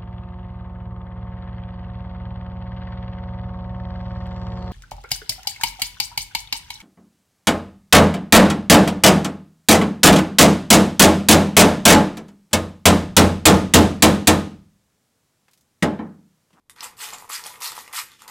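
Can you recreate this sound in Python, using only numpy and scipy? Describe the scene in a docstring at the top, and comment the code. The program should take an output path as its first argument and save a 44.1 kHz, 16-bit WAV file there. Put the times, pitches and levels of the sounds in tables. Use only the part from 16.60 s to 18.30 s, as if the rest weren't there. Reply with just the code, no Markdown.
"""A quiet room: small hard pieces are tipped to and fro in a hand-held plastic tube, about 3 shakes/s.
Each stroke slides the heap in a surge of tiny collisions. Single pieces clack, runs of them clatter,
and the hollow wall is tapped, knocks and rings. Room air and hand rumble lie underneath.
The sound is close and mono; the bass drops out under the loudest surges."""
import sys
import numpy as np
from scipy import signal
from scipy.io import wavfile
from scipy.ndimage import minimum_filter1d

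SR = 44100
rng = np.random.default_rng(int(sys.argv[2]) if len(sys.argv) > 2 else 0)


def bounce(signal):
    """Save signal as a 16-bit WAV file at the path given by the first command-line argument."""
    frames = np.transpose(np.atleast_2d(signal))
    limited = np.clip(frames, -1, 1)
    pcm = np.round(limited * 32767).astype(np.int16)
    wavfile.write(sys.argv[1], SR, pcm)


N = 74970
TICKS_PER_S, SIZE_SPREAD_DB = 2500, 0.5


def amp(db):
    """dB to gain."""
    return 10 ** (np.asarray(db) / 20)


def unit(x):
    """Scale to rms 1."""
    return x / np.sqrt(np.mean(x ** 2) + 1e-20)


def lookup(points, hz):
    """Interpolate (Hz, value) rows over log frequency."""
    points_hz, value = np.transpose(points)
    return np.interp(np.log(hz + 1), np.log(points_hz + 1), value)


def add(mix, start_s, sound):
    """Mix a sound in at start_s."""
    part = mix[max(round(start_s * SR), 0):][:len(sound)]
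    part += sound[:len(part)]


def colour(x, spectrum, tilt_db_per_oct=0):
    """Minimum-phase filter to a spectrum, tilted above 1 kHz; output rms 1."""
    hz = abs(np.fft.fftfreq(4096, 1 / SR))
    octaves = np.log2(np.maximum(hz, 1000) / 1000)
    log_gain = np.log(amp(lookup(spectrum, hz) + tilt_db_per_oct * octaves))
    taps = np.fft.ifft(np.exp(np.conj(signal.hilbert(log_gain)))).real[:2048]
    return unit(signal.fftconvolve(x, taps)[:len(x)])


def ring(x, hz, width_hz):
    """One damped resonance."""
    radius, angle = np.exp(-np.pi * width_hz / SR), 2 * np.pi * min(hz, SR / 2) / SR
    return signal.lfilter([1, 0, -1], [1, -2 * radius * np.cos(angle), radius * radius], x)


def collisions(per_s, spread_db=SIZE_SPREAD_DB):
    """Impulses of random time, sign and size; rms 1."""
    size = amp(spread_db * np.minimum(rng.exponential(1, N), 3))
    return unit(size * rng.choice([-1, 1], N) * (rng.random(N) < per_s / SR))


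def strike_level(x, db):
    """Scale a strike to the energy of 2.5 ms at rms level db."""
    return amp(db) * x * np.sqrt(0.0025 * SR / np.sum(x ** 2))


def clumps(depth_db=4, step_s=0.017):
    """Randomly wandering gain that bunches the chatter."""
    t = np.arange(N) / SR
    return amp(depth_db * np.interp(t / step_s, np.arange(2000), rng.standard_normal(2000)))


def air_and_hands(air_db=-75, hands_db=-66, start_s=0.037, rise_s=0.12):
    """Steady room noise, plus a soft rumble once the hands move."""
    # Each row, both tables: frequency in Hz, relative noise density in dB.
    air_spectrum = [(25, 2), (80, 0), (160, -3), (400, -11), (1000, -24.5), (4000, -22.5), (14000, -27)]
    hands_spectrum = [(25, -24), (45, -27), (75, 3), (130, 0.5), (250, 0), (500, -5), (1500, -65),
                      (8000, -31)]
    air, hands = rng.standard_normal((2, N))
    moving = np.clip((np.arange(N) / SR - start_s) / rise_s, 0, 1)
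    rumble = amp(hands_db) * moving * colour(hands, hands_spectrum)
    return amp(air_db) * colour(air, air_spectrum) + rumble


def tumble():
    """Soft taps of pieces rolling along the wall."""
    # Each row: time in s, relative level in dB.
    envelope = [(0.086, -82.5), (.145, -61.5), (.165, -55.5), (.205, -58.5), (.245, -34.5), (.29, -50),
                (.36, -56.5), (.41, -42), (.55, -44.5), (.68, -46.5), (.76, -46.5), (.82, -47.5),
                (0.869, -39.5), (.93, -48), (1.07, -36.5), (1.19, -46.5), (1.26, -56), (1.32, -42),
                (1.385, -45), (1.48, -80), (1.59, -85), (1.62, -53.5), (1.7, -39.5)]
    # Each row: frequency in Hz, relative density in dB.
    wall_spectrum = [(80, -12), (250, -15.5), (480, -9.5), (640, -10), (850, -1), (1000, 2), (1250, -3.5),
                     (1550, -9.5), (2200, -9.5), (3500, -20), (9000, -20.5)]
    level_db = np.interp(np.arange(N) / SR, *np.transpose(envelope))
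    return amp(level_db) * colour(collisions(per_s=700, spread_db=4), wall_spectrum)


def clacks(chatter_decay_s=0.0021, note_decay_s=0.0022, blur=0.086, gain_db=1.5):
    """A hard strike rings one piece; brief chatter blurs its note and adds a broad snap."""
    # Each row: start in s, relative level in dB, ring in Hz, ring width in Hz, snap in dB re the ring.
    strikes = [(0.097, -47.5, 1880, 250, -22), (0.0971, -46, 3700, 600, -27),
               (0.0972, -43.5, 8870, 3500, -4), (0.1039, -46.5, 7970, 4000, -1.5),
               (.1622, -52, 3420, 3000, -4), (0.207, -29.5, 5070, 1100, -27),
               (0.2062, -42, 2950, 1500, -22), (0.23, -35.5, 3100, 1800, -17),
               (0.233, -35, 7930, 1800, -24), (.2420, -30, 7480, 2000, -22), (.3695, -51, 4560, 4030, -9),
               (0.488, -37, 3140, 2000, -5), (0.5044, -37, 4480, 2500, -6), (0.5323, -36, 2020, 1510, -25),
               (0.5355, -31, 7340, 1500, -21), (0.5843, -40, 7570, 1500, -2.5),
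               (0.7381, -41, 8600, 1500, -5), (.7498, -36.5, 4800, 900, -7), (0.8388, -34.5, 5100, 900, -6),
               (.8620, -33.5, 3180, 2000, -9), (0.8657, -32, 9620, 1600, -3.5),
               (0.94, -43.5, 2190, 900, -15), (.9570, -41.5, 2160, 900, -10), (1.0125, -39, 3540, 2500, -8),
               (1.0216, -35.5, 4750, 900, -8), (1.043, -32.5, 4260, 2000, 0),
               (1.0581, -27.5, 4220, 700, -10), (1.0636, -28, 4640, 900, -11),
               (1.0751, -34.5, 4740, 1190, 4), (1.1193, -36.5, 3630, 1800, 2),
               (1.1899, -43, 3560, 3000, 4.5), (1.278, -40.5, 1980, 1490, -6),
               (1.285, -50, 2020, 1200, -13), (1.3760, -33, 1990, 1200, -13), (1.385, -44, 8350, 2500, 0),
               (1.3893, -33, 2560, 2000, 2), (1.4852, -50, 2580, 1500, -8), (1.5178, -46, 3520, 1200, -5),
               (1.538, -51.5, 3480, 1200, -14), (1.62, -48, 5130, 2000, 6), (1.6793, -40, 4840, 1230, 2)]
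    out, t = np.zeros(N), np.arange(SR // 50) / SR
    for start_s, db, hz, width_hz, snap_db in strikes:
        chatter, snap = rng.choice([-1, 1], (2, len(t))) * np.exp(-t / chatter_decay_s)
        drift_rad = np.cumsum(rng.standard_normal(len(t))) * np.sqrt(blur * 2 * np.pi * width_hz / SR)
        note = np.sin(2 * np.pi * hz * t + drift_rad) * np.exp(-t / note_decay_s)
        body = unit(note) + unit(ring(chatter, hz, width_hz))
        snap = ring(snap, hz=8100, width_hz=9700)
        add(out, start_s, strike_level(body, db + gain_db) + strike_level(snap, db + snap_db + gain_db))
    return out


def knocks(attack_s=0.0005, decay_s=0.0013, gain_db=-3):
    """The heap meets the wall: a hollow note of a few cycles."""
    # Each row: start in s, relative level in dB, pitch in Hz.
    blows = [(0.0977, -55, 1170), (0.2275, -34.5, 1084), (.5312, -32, 856), (.5410, -35.5, 960),
             (0.6238, -38, 960), (0.6442, -39.5, 1025), (0.6995, -29, 1127), (.8618, -36, 800),
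             (1.0136, -33, 1050), (1.12, -35, 1240), (1.1657, -37, 1280), (1.1783, -29, 967),
             (1.1905, -37.5, 1140), (1.3359, -32.5, 1120), (1.38, -30, 1210), (1.3890, -33, 1014),
             (1.3947, -33.5, 1230), (1.6195, -42, 1160)]
    out, t = np.zeros(N), np.arange(SR // 40) / SR
    envelope = (1 - np.exp(-t / attack_s)) * np.exp(-t / decay_s)
    for start_s, db, hz in blows:
        add(out, start_s, strike_level(np.sin(2 * np.pi * hz * t) * envelope, db + gain_db))
    return out


def heap(hits_per_s=5400, width_hz=486, tick_share=0.16, crest_s=0.0029, rise_exponent=2.48):
    """Dense collisions, each ringing one piece, swell with a stroke and fade as the heap settles."""
    # Each row: start in s, rise in s, relative crest level in dB, onset in dB below the crest,
    # fall in dB/s, treble tilt in dB/octave.
    surges = [(0.157, 0.07, -46, 13, 151, -5.5), (0.224, 0.018, -36.5, 8, 318, 0.5),
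              (0.366, 0.073, -32.5, 26, 146, -0.2), (0.531, 0.012, -38, 24, 798, -2),
              (0.575, 0.023, -48, 13, 161, 1), (0.691, 0.012, -35, 12, 150, 0),
              (0.717, 0.03, -30, 4, 256, -0.1), (0.843, 0.028, -37.5, 8, 166, 0),
              (1.004, 0.002, -39, -2, 150, 3), (1.019, 0.039, -31, 1, 206, -0.3),
              (1.152, 0.033, -40, -1, 161, -0.1), (1.328, 0.054, -27.5, 9, 301, 0),
              (1.461, 0.075, -54.5, -3.5, 124, -3), (1.59, 0.044, -50.5, 6, 448, -2.5),
              (1.68, 0.008, -43, -1, 188, -1.5)]
    # Each row: frequency in Hz, relative density in dB.
    piece_spectrum = [(150, -42), (420, -21.5), (640, -19), (880, -5), (1400, -1), (2000, 2.5), (3200, 0.1),
                      (4700, 1.1), (6000, -1), (7600, 1.5), (11500, -2.4), (14500, -2.3)]
    pitches_hz = np.linspace(900, 15000, 30)
    per_s = hits_per_s / len(pitches_hz)
    pieces = unit(sum(unit(ring(collisions(per_s), hz, width_hz) * clumps()) for hz in pitches_hz))
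    grains = np.sqrt(1 - tick_share) * pieces + np.sqrt(tick_share) * collisions(TICKS_PER_S)
    out = np.zeros(N)
    for start_s, rise_s, db, below_db, fall_db_per_s, tilt_db_per_oct in surges:
        t = np.arange(N) / SR - start_s
        swell_db = below_db * np.clip(1 - t / rise_s, 0, 1) ** rise_exponent
        settle_db = fall_db_per_s * (np.hypot(np.maximum(t - rise_s, 0), crest_s) - crest_s)
        slide = colour(np.roll(grains, rng.integers(N)), piece_spectrum, tilt_db_per_oct)
        out += (t > 0) * amp(db - swell_db - settle_db) * slide
    return out


def clatters(width_hz=1100):
    """Like pieces strike in quick succession: one bright note swells and fades."""
    # Each row: start in s, length in s, relative level in dB, ring in Hz.
    runs = [(0.72, 0.021, -38, 7250), (0.736, 0.033, -36, 4820), (0.832, 0.022, -53, 4900),
            (1.048, 0.022, -37, 4360), (1.066, 0.024, -38.5, 5270), (1.387, 0.016, -40, 5250)]
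    out = np.zeros(N)
    for start_s, length_s, db, hz in runs:
        run = unit(ring(ring(collisions(TICKS_PER_S), hz, width_hz), hz, width_hz))
        arch = np.sin(np.linspace(0, np.pi, round(length_s * SR)))
        add(out, start_s, amp(db) * unit(arch * run[-len(arch):]))
    return out


def tube(x, coupling_db=0, t60_s=0.045):
    """Direct sound plus the tube's resonances, ringing on after each collision."""
    # Each row: frequency in Hz, gain in dB re the direct sound, before coupling.
    modes = [(450, 3), (500, -6), (724, -5), (868, -2), (972, 1.5), (1128, 0.5), (1220, -1.5), (1272, -3),
             (1368, -6.5), (1863, 1), (2027, -6.5), (2430, -4), (2894, -6), (3440, -5.5), (4319, -6)]
    width_hz = np.log(1000) / np.pi / t60_s
    return x + sum(amp(db + coupling_db) * np.pi * width_hz / SR * ring(x, hz, width_hz)
                   for hz, db in modes)


def room(x, delay_s=0.0055, echoes_per_s=4000, crossfade_s=0.1193):
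    """Scattered reflections of a small furnished room; four tails crossfade as the tube moves."""
    # Each row: frequency in Hz, T60 in s.
    decay_times = [(200, 0.39), (1000, 0.15), (4000, 0.14), (14000, 0.15)]
    out = np.zeros(N)
    position = np.arange(N) / SR / crossfade_s
    for k in range(4):
        echoes = rng.choice([-1, 1], SR // 3) * (rng.random(SR // 3) < echoes_per_s / SR)
        hz, t, spectra = signal.stft(echoes, SR, nperseg=256)
        decay = amp(-60 * t / lookup(decay_times, hz)[:, None])
        tail = signal.istft(spectra * decay, SR, nperseg=256)[1]
        share = np.cos(np.pi / 2 * np.minimum(abs((position - k) % 4 - 2), 1))
        add(out, delay_s, signal.fftconvolve(x * share, tail / np.linalg.norm(tail)))
    return out


def duck_bass(x, threshold_db=-34, corner_hz_per_db=87.5, depth_db=40):
    """Bass cut whose corner rises with level."""
    hz, _, spectra = signal.stft(x, SR, nperseg=1024, noverlap=768)
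    level_db = 10 * np.log10((abs(spectra) ** 2).sum(1, keepdims=True) * 4 / 3 + 1e-14)
    held_db = -minimum_filter1d(-level_db, size=5, axis=-1)  # peak hold
    corner_hz = np.maximum((held_db - threshold_db) * corner_hz_per_db, 1)
    cut_db = depth_db / (1 + ((hz[:, None] + 20) / corner_hz) ** 12)
    return signal.istft(spectra * amp(-cut_db), SR, nperseg=1024, noverlap=768)[1][:, :N]


def scene():
    """The rattling tube in its room; both channels equal."""
    hits = tube(heap() + clatters() + clacks() + knocks())
    wall_taps = tube(tumble(), coupling_db=0.5)
    rattle = amp(-1.77) * hits + amp(-9.0) * wall_taps
    mono = rattle + amp(-4.5) * room(rattle) + air_and_hands()
    return np.array([mono, mono])


def record(dry):
    """The bass drops out as the rattle gets loud; the highest treble is cut."""
    lowpass = signal.firwin(401, cutoff=14620, window=("kaiser", 8), fs=SR)
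    return signal.oaconvolve(duck_bass(dry), lowpass[None], "same")


dry = scene()
out = record(dry)
bounce(out)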